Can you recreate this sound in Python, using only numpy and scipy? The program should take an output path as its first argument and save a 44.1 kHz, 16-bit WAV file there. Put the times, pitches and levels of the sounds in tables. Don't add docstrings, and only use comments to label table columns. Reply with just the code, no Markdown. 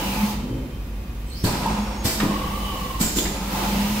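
import sys
import numpy as np
from scipy import signal
from scipy.fft import rfft, irfft
from scipy.io import wavfile

SR = 44100
rng = np.random.default_rng(int(sys.argv[2]) if len(sys.argv) > 2 else 0)


def unload_wav(signal):
    wavfile.write(
        sys.argv[1],
        SR,
        np.round(np.clip(np.atleast_2d(signal).T, -1, 1) * 32767).astype(np.int16),
    )


N = 176400
T = np.arange(N) / SR
FREQS = np.maximum(np.fft.rfftfreq(N, 1 / SR), 1)

# frequency_hz, level_db
STEREO_WIDTH = [(120, -22), (250, -18.5), (500, -8.5), (2300, -0.06)]
# frequency_hz, level_db
PUFF_COLOUR = [(300, 8.5), (1200, 2), (2500, 1.5), (5000, 4), (6500, 1), (8000, 3.5), (9500, -2.5),
               (13000, 1.5), (15500, -3.5)]


def undb(db):
    return 10 ** (np.asarray(db) / 20)


def unit(x):
    return x / np.sqrt(np.mean(x ** 2))


def colour(points):
    hz, db = np.array(points).T
    return undb(np.interp(np.log(FREQS), np.log(hz), db))


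def resonance(hz, width_hz):
    return unit(1 / (1 + ((FREQS - hz ** 2 / FREQS) / (1.5 * width_hz)) ** 2))


def resonances(table):
    return np.sqrt(sum((undb(db) * resonance(hz, width)) ** 2 for hz, width, db in table))


def curves(table):
    times, *columns = np.array(table).T
    return [np.interp(T, times, column) for column in columns]


def wander(rate_hz):
    spectrum = rfft(rng.standard_normal(N)) / (1 + (FREQS / rate_hz) ** 4)
    return unit(irfft(spectrum, N))


def reflections(decay_s=0.02, depth=0.65):
    echoes = rng.standard_normal((2, N)) * np.exp(-T / decay_s)
    return unit(np.abs(rfft(echoes))) ** (depth * FREQS / (FREQS + 300))


def noise(gain, source=None):
    if source is None:
        source = rng.standard_normal((2, N))
    mid, side = rfft(source) * gain * reflections()
    mid, side = irfft(mid, N), irfft(side * colour(STEREO_WIDTH), N)
    return np.array([mid + side, mid - side]) / mid.std()


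def phase_of(hz):
    return 2 * np.pi * np.cumsum(hz) / SR


def tone(hz):
    return np.sqrt(2) * np.sin(phase_of(hz))


def whine(hz, width_hz):
    phase, rate_hz = phase_of(hz), width_hz / 2
    mid, side = (unit(wander(rate_hz) * np.cos(phase) + wander(rate_hz) * np.sin(phase))
                 for _ in range(2))
    side = side * np.interp(np.mean(hz), FREQS, colour(STEREO_WIDTH))
    return np.array([mid + side, mid - side])


def fade(start, end, fade_s):
    return np.clip(np.minimum(T - start, end - T) / fade_s + .5, 0, 1)


def burst(start, attack_s, decay_s):
    age = T - start
    return np.clip(age / attack_s, 0, 1) * np.exp(-np.maximum(age - attack_s, 0) / decay_s)


def glides(table, fade_s):
    out = 0
    for start, end, start_hz, end_hz, width, db in table:
        hz = np.interp(T, [start, end], [start_hz, end_hz])
        out += undb(db) * fade(start, end, fade_s) * whine(hz, width)
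    return out


def pump():
    # frequency_hz, level_db
    shop_colour = [(15, -24.5), (55, -1.5), (85, -8.5), (500, -23.5), (1500, -34), (2450, -36.5),
                   (9000, -49), (15500, -45.5)]
    # pitch_hz, level_db
    hum_tones = [(49.5, -34), (60.5, -41), (237, -49)]
    out = undb(-35) * noise(colour(shop_colour))
    for hz, db in hum_tones:
        drift_hz = min(hz, 200) * .008 * wander(6.3)
        out += tone(hz + drift_hz) * undb(db + 1.6 * wander(25))
    return out


def frame(clicks_per_s=1100, settle_s=0.54, settle_half_s=0.13):
    # time_s, roll_db, drone_db, drone_hz
    travel = [(0, -28.5, -36.5, 191), (.15, -30.5, -33.5, 199.2), (.25, -33.5, -22, 208.6),
              (.33, -35.5, -33, 205.7), (.7, -51.5, -51, 197), (1.42, -82, -46.5, 204),
              (1.47, -28, -49, 204.6), (1.68, -26, -29, 208.4), (1.79, -29.5, -27, 208.2),
              (2.02, -36, -37.5, 205.7), (2.18, -39.5, -34.5, 209.2), (2.24, -36, -23.5, 205.7),
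              (2.36, -36, -31.5, 206.2), (2.8, -46, -39, 197.2), (3.15, -45, -52, 195.6),
              (3.27, -32.5, -37, 194.7), (3.46, -32.5, -35, 197.4), (3.62, -26.5, -31.5, 198.5),
              (3.88, -30, -22, 206.1), (4, -31, -28, 208)]
    # frequency_hz, level_db
    roll_colour = [(60, -49), (110, -1), (230, 4.5), (400, -4.5), (1000, -4.5), (1500, -14), (2500, -15),
                   (8000, -27.5), (15000, -55)]
    # pitch_hz, width_hz, level_db
    guide_rings = [(446, 14, -28), (533, 14, -19), (874, 35, -13.5), (1130, 130, -16.5)]
    # frequency_hz, level_db
    rumble_colour = [(50, -56), (120, 6.5), (180, -10.5), (250, 3.5), (330, -9), (520, -10), (700, -30),
                     (2000, -52)]
    roll_db, drone_db, drone_hz = curves(travel)
    clicks = unit(rng.standard_normal((2, N)) * (rng.random(N) < clicks_per_s / SR))
    rattle = rng.standard_normal((2, N)) + 0.31 * clicks
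    guide_gain = np.hypot(unit(colour(roll_colour)), resonances(guide_rings))
    roll = noise(guide_gain, rattle) * undb(roll_db + wander(23))
    drone = tone(drone_hz * (1 + 0.015 * wander(18))) * undb(drone_db + 2.8 * wander(28))
    swell = undb(-28.5) / (1 + ((T - settle_s) / settle_half_s) ** 2)
    return roll + drone + swell * noise(colour(rumble_colour))


def drive_whines():
    # start_s, end_s, start_hz, end_hz, width_hz, level_db
    whines = [(-.03, .26, 3066, 2284, 530, -40.5), (2.61, 2.78, 3030, 2955, 277.4, -42.5),
              (3.72, 4.03, 3016, 2620, 500, -45.5)]
    return glides(whines, fade_s=0.033)


def cylinder_hiss(rise_s=0.11, fall_s=0.046):
    # start_s, end_s, level_db
    hisses = [(-.3, 0.306, -35.5), (1.39, 1.434, -47), (2.551, 2.991, -43.5), (3.548, 4.2, -34.5)]
    # frequency_hz, level_db
    hiss_colour = [(800, -36), (2000, 7.5), (4000, 5), (7500, 2), (9500, 0), (13000, 3.5)]
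    level = sum(undb(db) * np.exp(np.minimum(T - start, 0) / rise_s - np.maximum(T - end, 0) / fall_s)
                for start, end, db in hisses)
    return level * noise(colour(hiss_colour))


def frame_groans():
    # peak_s, half_length_s, level_db
    groans = [(.24, 0.11, -33), (3.61, 0.088, -30)]
    # pitch_hz, width_hz, level_db
    groan_rings = [(728, 51, -3), (871, 26, 10.5), (1086, 200, 6.5)]
    swell = sum(undb(db) * np.exp(-((T - peak) / half) ** 2) for peak, half, db in groans)
    return swell * noise(resonances(groan_rings))


def leaks(waver_db=2.5, waver_hz=8):
    # start_s, end_s, pitch_hz, level_db
    whistles = [(.42, .83, 3101, -59.5), (0.527, 1.399, 2496, -62.5), (1.274, 1.403, 3101, -58.5),
                (1.715, 1.865, 6604, -50), (1.807, 2.035, 5448, -53.5), (1.95, 2.04, 6557, -54)]
    out = 0
    for start, end, hz, db in whistles:
        level = undb(db + waver_db * wander(15)) * fade(start, end, fade_s=.06)
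        out += level * tone(hz + waver_hz * wander(15.2))
    return out


def seals():
    # start_s, end_s, start_hz, end_hz, width_hz, level_db
    squeaks = [(1.275, 1.355, 8050, 8180, 300, -53), (1.31, 1.385, 4100, 4600, 600, -46.5),
               (1.362, 1.435, 4970, 5650, 850, -47.5)]
    return glides(squeaks, fade_s=0.028)


def airflow(start, decay_s, attack_s=0.011, opening_s=0.0051):
    age = T - start - attack_s
    opening = (1 + np.tanh((age + attack_s / 2) / (2 * opening_s))) / 2
    return opening * np.exp(-np.maximum(age, 0) / decay_s)


def valves(whistle_lag_s=.007):
    # start_s, level_db, decay_s, whistle_db, whistle_hz, tail_db
    openings = [(1.437, -29.5, 0.055, -13, 7700, -6.5), (2.044, -23.5, 0.094, -17, 7800, -18.5),
                (2.998, -25, 0.092, -3, 7720, -33), (3.155, -30.5, 0.065, -1.5, 7190, -7.5)]
    # frequency_hz, level_db
    tail_colour = [(500, 0), (2000, -16), (4800, 3), (7000, -5.5), (10000, -2), (15500, -5)]
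    # pitch_ratio, width_hz, level_db
    whistle_tones = [(1, 660, 0.5), (.91, 800, -6), (1.95, 1000, -8)]
    puff, tail = noise(colour(PUFF_COLOUR)), noise(colour(tail_colour))
    *_, whistle_hz, _ = curves(openings)
    whistle = sum(undb(db) * whine(ratio * whistle_hz, width) for ratio, width, db in whistle_tones)
    out = 0
    for start, db, decay_s, whistle_db, _, tail_db in openings:
        out += undb(db) * puff * airflow(start, decay_s)
        out += undb(db + whistle_db) * whistle * airflow(start + whistle_lag_s, decay_s=0.075)
        out += undb(db + tail_db) * tail * airflow(start, decay_s=0.27)
    return out


def stops(attack_s=0.0025):
    # start_s, thud_db, clank_db, clank_hz, clank_width_hz, clank_decay_s
    knocks = [(1.44, -18, -31, 800, 900, 0.034), (1.447, -38, -32, 4350, 600, 0.03),
              (2.048, -21.5, -60, 1888, 1207, 0.025), (2.2, -26, -22.5, 1127, 1560, 0.018),
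              (2.229, -21.5, -21.5, 246, 128, 0.046), (3, -34, -23, 233.3, 148.3, 0.014),
              (3.009, -31, -27, 325, 240, 0.031), (3.159, -27.5, -33, 317, 221, 0.053),
              (3.184, -55, -24, 3260, 500, 0.0096), (3.253, -26.5, -31, 1930, 1317, 0.019)]
    # frequency_hz, level_db
    thud_colour = [(30, 4), (60, -11.5), (110, 7.5), (170, -13), (280, 2), (420, -15), (700, -13),
                   (2000, -35)]
    # start_s, ring_db, ring_hz, ring_decay_s, crack_db
    jolts = [(1.4385, -8, 170, .0045, -34), (1.659, -11.5, 920, .0055, -38), (2.053, -15, 120, .0034, -27),
             (3.0105, -9, 180, .004, -23), (3.169, -15, 230, .005, -28), (3.1845, -16, 330, .0034, -23)]
    thud, crack = noise(colour(thud_colour)), noise(colour(PUFF_COLOUR))
    out = 0
    for start, thud_db, clank_db, hz, width, decay_s in knocks:
        out += undb(thud_db) * thud * burst(start, attack_s, decay_s=0.023)
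        out += undb(clank_db) * noise(resonance(hz, width)) * burst(start, attack_s, decay_s)
    for start, ring_db, hz, decay_s, crack_db in jolts:
        out += undb(ring_db) * np.sin(2 * np.pi * hz * (T - start)) * burst(start, attack_s, decay_s)
        out += undb(crack_db) * crack * burst(start, attack_s, decay_s=0.009)
    return out


def carriage(cycles_per_turn=29, throb_depth=.5):
    # time_s, pitch_hz, level_db
    trip = [(2.19, 980.4, -40), (2.35, 1101, -32.5), (2.63, 1142, -34.5), (2.77, 1117, -33),
            (2.9, 1100, -34.5), (3.0, 1056, -38), (3.12, 980, -73)]
    # pitch_ratio, width_hz, level_db
    drive_tones = [(1, 110, -0.5), (.79, 130, -14), (.46, 11.9, -9.5), (1.8, 190, -19), (2.68, 290, -16)]
    # frequency_hz, level_db
    track_colour = [(50, 2.5), (300, -1.5), (500, -8), (900, -3), (1600, -16.5), (3000, -13.5), (6000, -24),
                    (9500, -26.5), (15000, -23.5)]
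    hz, level_db = curves(trip)
    moving = (T > trip[0][0]) & (T < trip[-1][0])
    drive = sum(undb(db) * whine(hz * ratio, width) for ratio, width, db in drive_tones)
    pulley_hz = hz / cycles_per_turn * (1 + .3 * wander(10.08))
    throb = unit(1 + throb_depth * np.cos(phase_of(pulley_hz)))
    rolling = undb(-0.5) * noise(colour(track_colour))
    return moving * undb(level_db) * (throb * drive + rolling)


def room(sound, echo_s=0.73, echo_db=-7):
    tail = noise(colour([(100, 10.5), (500, 16.0), (6000, 9.5), (15000, -0.5)]))
    tail *= burst(0.009, attack_s=0.0027, decay_s=echo_s / np.log(1000))
    tail /= np.sqrt(np.sum(tail ** 2) / 2)
    return sound + undb(echo_db) * signal.fftconvolve(sound, tail, axes=1)[:, :N]


def scene():
    # frequency_hz, left_minus_right_db
    balance = [(200, -0.5), (1000, 0), (3000, -1.5), (8000, -2.5), (14000, -3.5)]
    mix = pump() + frame() + frame_groans() + drive_whines() + carriage() + leaks()
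    mix += room(cylinder_hiss() + valves() + seals() + stops())
    lean = np.sqrt(colour(balance))
    return irfft(rfft(mix) * np.array([lean, 1 / lean]), N)


def record(dry):
    top_hz = 15650
    return signal.sosfilt(signal.ellip(10, .2, 80, top_hz, fs=SR, output="sos"), dry)


dry = scene()
out = record(dry)
unload_wav(out)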